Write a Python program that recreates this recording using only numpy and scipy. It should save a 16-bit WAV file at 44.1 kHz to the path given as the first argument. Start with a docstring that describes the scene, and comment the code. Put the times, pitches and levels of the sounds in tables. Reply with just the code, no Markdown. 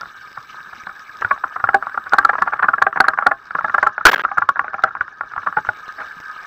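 """Over a rocky reef, inside a sealed camera housing fixed to a speargun that is aimed and fired.
Flickering sea hiss is noise coloured by the housing resonances; shrimp snaps are clicks into very short modes.
The mount's knocks and ticks are rough contacts that ring the housing, over soft thuds, rumble and electronic noise.
The shot overloads the microphone, which cuts in and out for a fifth of a second; the loudest knocks clip."""
import sys
import numpy as np
from scipy import signal
from scipy.fft import rfft, irfft
from scipy.io import wavfile
from scipy.ndimage import uniform_filter1d

SR = 44100
rng = np.random.default_rng(int(sys.argv[2]) if len(sys.argv) > 2 else 0)


def master(y):
    """Save y as 16-bit WAV."""
    cut = np.clip(np.atleast_2d(y).T, -1, 1)
    pcm = np.round(cut * 32767)  # scale
    wavfile.write(sys.argv[1], SR, pcm.astype(np.int16))


N = 284886

# Table levels are those before the treble notch of the microphone port.
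# background settings: (time [s], sea hiss [dB], sea treble [dB], electronic hiss [dB]);
# the last two are settings that their sources offset
BACKGROUND = [(0, -39, -51.5, -64), (1.15, -38.5, -51, -63.5), (1.7, -35.5, -55, -65.5),
              (2.05, -36.5, -55, -64.5), (2.3, -38.5, -56, -68), (3.3, -39, -64.5, -73),
              (3.4, -40, -57.5, -73.5), (3.75, -35.5, -53.5, -70), (3.92, -37.5, -60.5, -82.5),
              (4.7, -37, -59.5, -87.5), (5.18, -41.5, -60, -80), (5.3, -38.5, -56.5, -74),
              (5.6, -36.5, -51, -66), (6.46, -33.5, -49, -63.5)]
# colour of the sea noise: (frequency [Hz], relative level per Hz [dB])
SEA_COLOUR = [(200, -41.5), (400, -14), (600, -17), (900, -5.5), (1200, 3.5), (1700, -1.5), (2050, -30.5),
              (2400, -29), (3100, -37.5), (4500, -32.5), (6000, -28.5), (7000, -39), (8500, -65)]
# housing resonances heard in the sea noise: (frequency [Hz], width [Hz], lift [dB])
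SEA_PEAKS = [(820, 22, 4.5), (1259, 49, 11), (1252, 8.5, 5), (1570, 65, 9), (1753, 330, 12),
             (2272, 120, 10.5), (2953, 220, 9), (3750, 970, 5.5), (5470, 160, -4.5)]
# nearest shrimp snaps: (time [s], strength before the modes ring [dB])
NEAR_SNAPS = [(0.011, -35.5), (0.3294, -38.5), (0.6298, -33), (0.756, -40.5), (0.8366, -39), (0.9949, -40),
              (1.1703, -38.5), (1.2117, -29), (2.0398, -36.5), (2.095, -40), (4.824, -38), (5.7718, -35),
              (5.806, -42), (5.8811, -37.5), (5.9244, -38), (6.202, -39)]
# short ringing of every snap: (frequency [Hz], level [dB], 60 dB decay [s])
SNAP_MODES = [(2180, 5.5, 0.002), (3780, -2.5, 0.011), (5210, 4, 0.0033), (6340, -12.5, 0.0028)]
# knocks on the housing: (time of the strongest part [s], peak of the ringing [dB], contact length [ms],
# lift of the modes below and above the middle ones [dB])
KNOCKS = [(0.0083, -19.5, 21, 0), (0.0337, -16.5, 3.5, -2), (0.058, -23, 6.2, -6), (0.3774, -13.5, 10, -8),
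          (0.545, -25, 7.6, -5.5), (0.7339, -22, 13, 1), (0.8718, -15.5, 4.6, -1), (0.8964, -21, 7, -4),
          (1.226, -7.5, 9.8, 9), (1.2487, -3.5, 4.4, -7), (1.3129, 0, 7.4, 2), (1.4423, -5, 6, -5.5),
          (1.5646, -9.5, 11, -0.5), (1.602, -16, 13, 9), (1.6423, 0, 3.9, -4.5), (1.6745, -13.5, 5.3, 11),
          (1.691, -0.5, 4.9, -3), (1.7349, -14, 3.2, 11), (1.746, 3, 8, 11.5), (1.8268, -8.5, 4.1, -1),
          (1.8346, -17.5, 15, 3), (1.8705, -8, 4.7, -12), (1.897, -20, 5.6, -1), (1.9474, -15, 12, 6),
          (1.9779, -4.0, 5.6, -14), (2.0697, -16, 29, -4), (2.126, -6, 8, -4), (2.1356, 4, 2.3, -3),
          (2.1426, -2, 2.85, 0.5), (2.1862, 5.0, 8, 6.5), (2.2366, -16, 10, -7), (2.2508, 3, 8.4, -1.5),
          (2.2595, -17, 21, -6), (2.2965, 0.5, 13, 0), (2.3344, -9.5, 6.6, 4), (2.3389, -11, 21, -2),
          (2.355, -7, 2.9, -1), (2.385, -8.5, 9.9, 2), (2.4227, 2, 10.3, 2.5), (2.464, -20, 5.3, 5),
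          (2.478, -4.5, 18.2, -5), (2.528, -8.5, 9.7, -1), (2.5375, -7, 8.7, 2), (2.5634, -21, 17, -2.5),
          (2.5954, -6.5, 11.3, -2), (2.6315, -0.5, 14.7, -5), (2.6448, -4, 16.6, -3), (2.687, 0.5, 9.9, 8),
          (2.7393, -0.5, 8.6, -10.5), (2.7842, -7.5, 9.1, 4), (2.8229, 2.5, 9.8, 3), (2.8693, 0, 6.9, 10.5),
          (2.9296, -11, 3.9, 4), (2.962, -9.5, 6.8, 10), (2.9756, -5, 6.6, -4), (3.0073, 6.5, 6.34, 11),
          (3.044, -2.5, 3.8, -3), (3.0536, -12, 13, 15), (3.0852, 4, 9.9, 2), (3.1367, -7.5, 7, 8),
          (3.1771, -10.5, 8, -1), (3.189, 0.5, 4.1, 7.5), (3.2256, -7, 8.8, -4), (3.2683, 5, 10.8, 4.5),
          (3.3178, 0.5, 10.5, 4.5), (3.5096, -12, 6.9, -1.5), (3.5537, -3.5, 6.1, -2), (3.592, -7, 13, -6),
          (3.6104, -12, 7.0, -6), (3.6484, -4, 9, 7), (3.6841, -13, 5.1, -8), (3.698, -8.5, 6.8, -5),
          (3.7475, 1, 8.4, 4.5), (3.7832, 1, 8, 5.5), (3.8317, 1.5, 9.3, 12.5), (3.8722, 1.0, 8.8, 5),
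          (3.9815, -5.5, 4.6, -2), (4.0125, -11.5, 5.9, -10.5), (4.2514, -1, 4.4, -6),
          (4.3175, -10.5, 7.1, -0.5), (4.377, -8, 5.4, -12), (4.383, 1.5, 9.3, -1.5), (4.4232, -2, 10, -1),
          (4.4911, 2.5, 4.4, -19), (4.56, -11.5, 5.9, 1.5), (4.5724, -15.5, 17, -3), (4.5957, 0.5, 3.7, 0),
          (4.6458, -12.5, 8, 1), (4.6824, -14, 3.8, 2), (4.7352, -14, 5.1, 6), (4.7437, -9, 5.8, 3.5),
          (4.7848, -18.5, 10, -1), (4.7934, -12, 7.5, -2), (4.8393, 3, 5.8, 6.5), (4.8732, -21, 5.9, -15),
          (4.953, -10.5, 1.75, -1), (4.9702, -17.5, 4.6, 3), (5.0115, -2.5, 3.8, -6.5),
          (5.0811, -17.5, 3.9, 4), (5.2107, -7.5, 4.4, -2.5), (5.236, -20, 5, -0.5), (5.318, -21, 14, -3),
          (5.338, -16, 4.5, -8), (5.3652, -11.5, 4.5, -4.5), (5.38, -8, 6.6, 1), (5.4341, -20, 9.3, -9),
          (5.4657, -13, 7.6, -3), (5.4736, -5.5, 9, -5), (5.4873, -16.5, 5, -4), (5.5278, -13, 5.2, -2),
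          (5.5731, -2.5, 9.5, 11), (5.5879, -8.5, 8.5, -9), (5.6506, -15.5, 8.4, -19), (5.6707, -17, 7, -8),
          (5.6906, -2.5, 5.7, 0), (5.99, -19.5, 21, 10), (6.004, -18.5, 29, 7), (6.016, -19, 13, -12),
          (6.0352, -26.5, 25, 12)]
# ringing of the housing, before chance shifts: (frequency [Hz], level [dB], 60 dB decay [s])
HOUSING_MODES = [(283, -9.5, 0.12), (395, -14.5, 0.12), (484, -7.5, .035), (642, -13.5, 0.097),
                 (819.5, -6.5, 0.074), (1046, -15.5, 0.15), (1163.5, 2.5, 0.068), (1299, -1, 0.047),
                 (1397.5, 15.5, 0.022), (1577, 0, 0.025), (1624.6, 3, 0.037), (1680, -11.5, 0.024)]
# low thuds of the whole gun: (time, 6.5 ms ahead of the onset [s], peak of the swell [dB], starting pitch [Hz])
THUDS = [(0.019, -45, 190), (0.374, -42.5, 130), (0.665, -49, 200), (0.723, -48, 80), (0.771, -45.5, 240),
         (0.86, -41.5, 194), (1.24, -29.5, 106), (1.631, -29, 105), (1.966, -41, 239), (2.124, -32.5, 208),
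         (2.408, -34, 203), (2.631, -33, 202), (2.963, -34, 160), (3.543, -35.5, 169), (3.633, -35.5, 159),
         (4.061, -21, 230), (4.421, -36, 104), (4.999, -40, 106.7), (5.367, -38.5, 97.5), (5.47, -41, 184),
         (5.565, -31.5, 155), (5.678, -31, 106), (6.159, -42.5, 178)]
# stretches where the microphone passes the shot:
# (start [s], length [ms], level setting [dB], favoured pitch [Hz], clatter before saturation [dB])
SHOT_STRETCHES = [(4.0525, 10, 6, 1450, -11), (4.065, 7, 5, 1550, -14), (4.0725, 26, -4, 1500, -11),
                  (4.1, 1.2, -7, 1400, -10), (4.1143, 9.5, -10, 1550, -6), (4.13, 7, -7, 1050, -12),
                  (4.1395, 7.5, -4.5, 1650, -13), (4.1595, 3.7, -8.5, 1650, -24),
                  (4.165, 3.2, -15, 1650, -22), (4.1773, .9, -16, 1400, -10), (4.1805, 2.5, -12, 1450, -12),
                  (4.189, 4.5, -18, 1350, -22), (4.194, 4, -10, 1700, -26), (4.2, 14, -15, 1700, -33),
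                  (4.2165, 3, -16, 1400, -12), (4.237, 12.5, -15.5, 1300, -36)]
# drop of sea, snaps, knocks, thuds and rumble around the shot: (from [s], to [s], level [dB])
CUT_OUT = (4.053, 4.237, -28)

TREBLE_FROM_HZ = 2050   # the sea noise splits here into wash and fizz
FAR_SNAPS_PER_S, FAR_SNAPS_DB = 300, -0.5   # smallest far snap re the sea treble setting, before its modes
WHINE_HZ, WHINE_DB = 7865, -7.5   # level re the electronic hiss setting
GRIT_DB, GRIT_SPREAD_DB = -40, 8.5   # scrape in each knock, re its peak
TILT_SPREAD_DB = 3   # chance lean of a knock towards its low or high modes
TICK_COUNT, TICK_MS = 150, 6   # contact length
TICK_DB, TICK_SPREAD_DB = -26, 7.5   # level re the knock before, and most it strays either way
TICK_WAIT_S = 0.03   # mean chance wait, on top of a fixed half of it
THUD_T60_S = 0.1
RUMBLE_DB, SHAKEN_RUMBLE_DB = -60.5, -26.5   # steady level; shaken part re the smoothed rattle
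SHOT_FOCUS_DB = 110   # fall of the modes per octave from the favoured pitch
DRIVE_DB, DRIVE_PER_DB = 4, 0.45   # the capsule is driven harder in the louder stretches
NOTCH_HZ, NOTCH_WIDTH_HZ = 9220, 12600
CUTOFF_HZ = 15900


def from_db(db):
    """Decibels to gain."""
    return 10 ** (np.asarray(db) / 20)


def rms_one(x):
    """Scale to rms 1."""
    return x / np.sqrt(np.mean(x ** 2) + 1e-20)


def in_time(rows):
    """Draw each column as a curve over every sample."""
    s, *columns = np.transpose(rows)
    return [np.interp(np.arange(N) / SR, s, column) for column in columns]


def drift(rate_hz):
    """Smooth chance wander of rms 1: twice low-passed noise, made at every 40th sample."""
    r = np.exp(-80 * np.pi * rate_hz / SR)
    noise = rng.standard_normal(N // 40 + 2002)
    slow = signal.lfilter([1], [1, -2 * r, r * r], noise)[2000:]   # skip the filter's start
    return np.interp(np.arange(N) / 40, np.arange(len(slow)), rms_one(slow))


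def ring(force, hz, t60):
    """Resonator: a unit click starts a decaying sine of height 1."""
    r, w = from_db(-60 / (t60 * SR)), 2 * np.pi * hz / SR
    return signal.lfilter([0, np.sin(w)], [1, -2 * r * np.cos(w), r * r], force + 1e-18)


def band(x, low_hz, high_hz, order):
    """Butterworth band-pass."""
    return signal.sosfilt(signal.butter(order, [low_hz, high_hz], "band", fs=SR, output="sos"), x)


def high_pass(x, hz):
    """Second-order Butterworth high-pass."""
    return signal.sosfilt(signal.butter(2, hz, "high", fs=SR, output="sos"), x)


def add(out, x, s):
    """Mix x into out from time s."""
    i = max(round(s * SR), 0)
    out[i:i + len(x)] += x[:N - i]


def sea(low_hz, high_hz, patchy_db):
    """Noise peaking on the housing resonances; it flickers, the whole band more slowly than its six parts."""
    hz = np.maximum(np.arange(N // 2 + 1) * SR / N, 1.0)
    colour_hz, colour_db = np.transpose(SEA_COLOUR)
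    level_db = np.interp(np.log(hz), np.log(colour_hz), colour_db)
    for peak_hz, width_hz, db in SEA_PEAKS:
        level_db = level_db + db / (1 + (2 * (hz - peak_hz) / width_hz) ** 2)
    spectrum = rfft(rng.standard_normal(N)) * from_db(level_db)
    out, surge = 0, drift(14)
    edges = np.geomspace(low_hz, high_hz, 7)
    for low, high in zip(edges, edges[1:]):
        part = irfft(spectrum * (hz >= low) * (hz < high), N)
        out = out + part * from_db(patchy_db * (surge + 1.93 * drift(37)))
    return rms_one(out)


def electronics(hiss_db):
    """Hiss that rises with pitch up to the high treble, and a thin steady-pitched whine."""
    hiss = rms_one(high_pass(rng.standard_normal(N), 9500))
    whine = np.sqrt(2) * np.sin(2 * np.pi * WHINE_HZ * np.arange(N) / SR)   # rms 1
    return from_db(hiss_db + 6.0) * hiss, from_db(hiss_db + WHINE_DB) * whine


def shrimp_snaps(treble_db):
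    """Far snaps are chance clicks, near ones tiny noise bursts; both ring very briefly in varying colour."""
    sizes = from_db(2.2 * np.minimum(rng.exponential(1, N), 4)) * rng.choice([-1, 1], N)
    happens = rng.random(N) < FAR_SNAPS_PER_S / SR
    clicks = sizes * happens * from_db(treble_db + FAR_SNAPS_DB)
    for s, db in NEAR_SNAPS:
        i = round(s * SR)
        clicks[i:i + 60] += from_db(db - 6.5) * rng.standard_normal(60) * np.exp(-np.arange(60) / 25)
    out = 0
    for hz, db, t60 in SNAP_MODES:
        uneven = from_db(5.3 * drift(67))   # each mode is struck by its own amount
        out = out + from_db(db) * ring(clicks * uneven, hz, t60)
    return out


def knocks(rows):
    """Each knock is a rough contact that builds and fades, with its own balance of modes and some grit."""
    out, t = np.zeros(N), np.arange(3000) / SR
    hz, mode_db, t60 = np.transpose(HOUSING_MODES)[:, :, None]
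    fading = from_db(mode_db - 60 * t / t60)
    for s, db, ms, outer_db in rows:
        # time from the hardest contact, in contact lengths
        phase = (t[:1800] - t[600]) * 1000 / max(ms, 1)
        build = np.exp(-(phase / 0.4) ** 2)
        fade = np.exp(-phase / 0.25) + 0.036 * np.exp(-phase / 10.0)
        pressure = np.where(phase < 0, build, fade)
        force = rng.standard_normal(1800) * pressure * np.hanning(1800) ** 0.27

        odd, detune = rng.standard_normal((2, len(HOUSING_MODES)))
        tilt, hard = rng.standard_normal(2)
        lean_db = TILT_SPREAD_DB * tilt
        balance_db = np.interp(hz[:, 0], [910, 1130, 1430, 1500],
                               [outer_db - lean_db, 0, 0, outer_db + lean_db])
        # each knock's modes are detuned a little by chance
        modes = np.sin(2 * np.pi * hz * (1 + 0.027 * detune[:, None]) * t) * fading
        ringing = from_db(balance_db + 2.2 * odd) @ modes
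        body = band(signal.fftconvolve(ringing, force), 700, 1800, order=2)
        scrape = band(force, 870, 4400, order=3)

        peak = np.argmax(uniform_filter1d(body ** 2, 90))
        body /= np.abs(body).max()
        body[:1800] += from_db(GRIT_DB + GRIT_SPREAD_DB * hard) * scrape / np.abs(scrape).max()
        add(out, from_db(db) * body, min(s - peak / SR, (N - 1) / SR))
    return out


def settling_ticks():
    """The mount settles with faint ticks after knocks picked by chance: rows like those of the knocks."""
    pick, wait_luck, level_luck = rng.random((3, TICK_COUNT))
    s, db = np.transpose(KNOCKS)[:2, (pick * len(KNOCKS)).astype(int)]
    wait = TICK_WAIT_S * (0.5 - np.log(1 - wait_luck))
    level_db = db + TICK_DB + TICK_SPREAD_DB * (2 * level_luck - 1)
    return [(at, level, TICK_MS, 0) for at, level in zip(s + wait, level_db)]


def rumble(rattle):
    """Water along the housing rumbles as low noise, more for a moment after each knock."""
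    hold = np.exp(-1 / (0.0089 * SR))
    shaken = signal.lfilter([1 - hold], [1, -hold], np.abs(rattle))
    level = from_db(RUMBLE_DB + 2.0 * drift(20)) + from_db(SHAKEN_RUMBLE_DB) * shaken
    return level * rms_one(band(rng.standard_normal(N), 44, 330, order=1))


def thuds():
    """The gun thuds softly in the hand: low sines that swell fast, decay and sink in pitch."""
    out, t = np.zeros(N), np.arange(9000) / SR
    swell = (1 - np.exp(-t / 0.00092)) * from_db(-60 * t / THUD_T60_S)
    for s, db, hz in THUDS:
        sinking = np.sin(2 * np.pi * hz * t * (1 - 0.95 * t))
        add(out, from_db(db) * sinking * swell / swell.max(), s + 0.0065)
    return out


def shot():
    """The released bands shake the housing; the capsule saturates unevenly and passes it only in stretches."""
    out, size = np.zeros(N), SR // 20
    for start, ms, level_db, pitch_hz, clatter_db in SHOT_STRETCHES:
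        shaking, n = rng.standard_normal((2, size)), round(ms * SR / 1000)
        drive = from_db(DRIVE_DB + DRIVE_PER_DB * level_db)
        ringing = 0
        for hz, db, t60 in HOUSING_MODES:
            focus_db = -SHOT_FOCUS_DB * abs(np.log2(hz / pitch_hz))
            ringing = ringing + from_db(db + focus_db) * ring(shaking[0], hz, t60)
        ringing = rms_one(ringing)
        # the ringing's swells are mostly flattened, for an even level
        ringing /= np.abs(signal.hilbert(ringing)) ** 0.8 + 0.05
        clatter = rms_one(signal.lfilter([1], [1, -0.75], shaking[1]))
        # take a stretch where the ringing is well built up
        swing = drive * (ringing + from_db(clatter_db) * clatter)[-n - 300:-300]
        squeezed = (np.tanh(swing + 0.74) - np.tanh(0.3)) / np.tanh(drive)
        edge = np.minimum(np.minimum(np.arange(n), n - np.arange(n)) / (0.0005 * SR), 1)   # 0.5 ms fades
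        add(out, edge * from_db(level_db) * squeezed, start)
    return high_pass(out, 380)


def port_notch(x):
    """The microphone port cancels a wide band in the treble."""
    return signal.lfilter(*signal.iirnotch(NOTCH_HZ, NOTCH_HZ / NOTCH_WIDTH_HZ, SR), x)


def scene():
    """Mix water, knocks, shot and hiss through the port notch, then lay the whine on top."""
    sea_db, treble_db, hiss_db = in_time(BACKGROUND)
    wash = from_db(sea_db) * sea(180, TREBLE_FROM_HZ, patchy_db=1.5)
    fizz = from_db(treble_db + 1.5) * sea(TREBLE_FROM_HZ, 9000, patchy_db=2.5)
    hiss, whine = electronics(hiss_db)
    rattle = knocks(KNOCKS) + knocks(settling_ticks())
    surroundings = wash + fizz + shrimp_snaps(treble_db) + rattle + rumble(rattle) + thuds()

    start, end, cut_db = CUT_OUT
    passed_db = np.interp(np.arange(N) / SR, [start, start + 0.002, end - 0.002, end], [0, cut_db, cut_db, 0])
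    return (port_notch(from_db(passed_db) * surroundings + shot() + hiss) + whine)[None]


def record(dry):
    """Hard clipping just under full scale, then a steep low-pass takes the top off."""
    clipped = np.clip(dry, -0.97, 0.97)
    return signal.sosfilt(signal.cheby2(16, 50, CUTOFF_HZ, fs=SR, output="sos"), clipped)


dry = scene()
out = record(dry)
master(out)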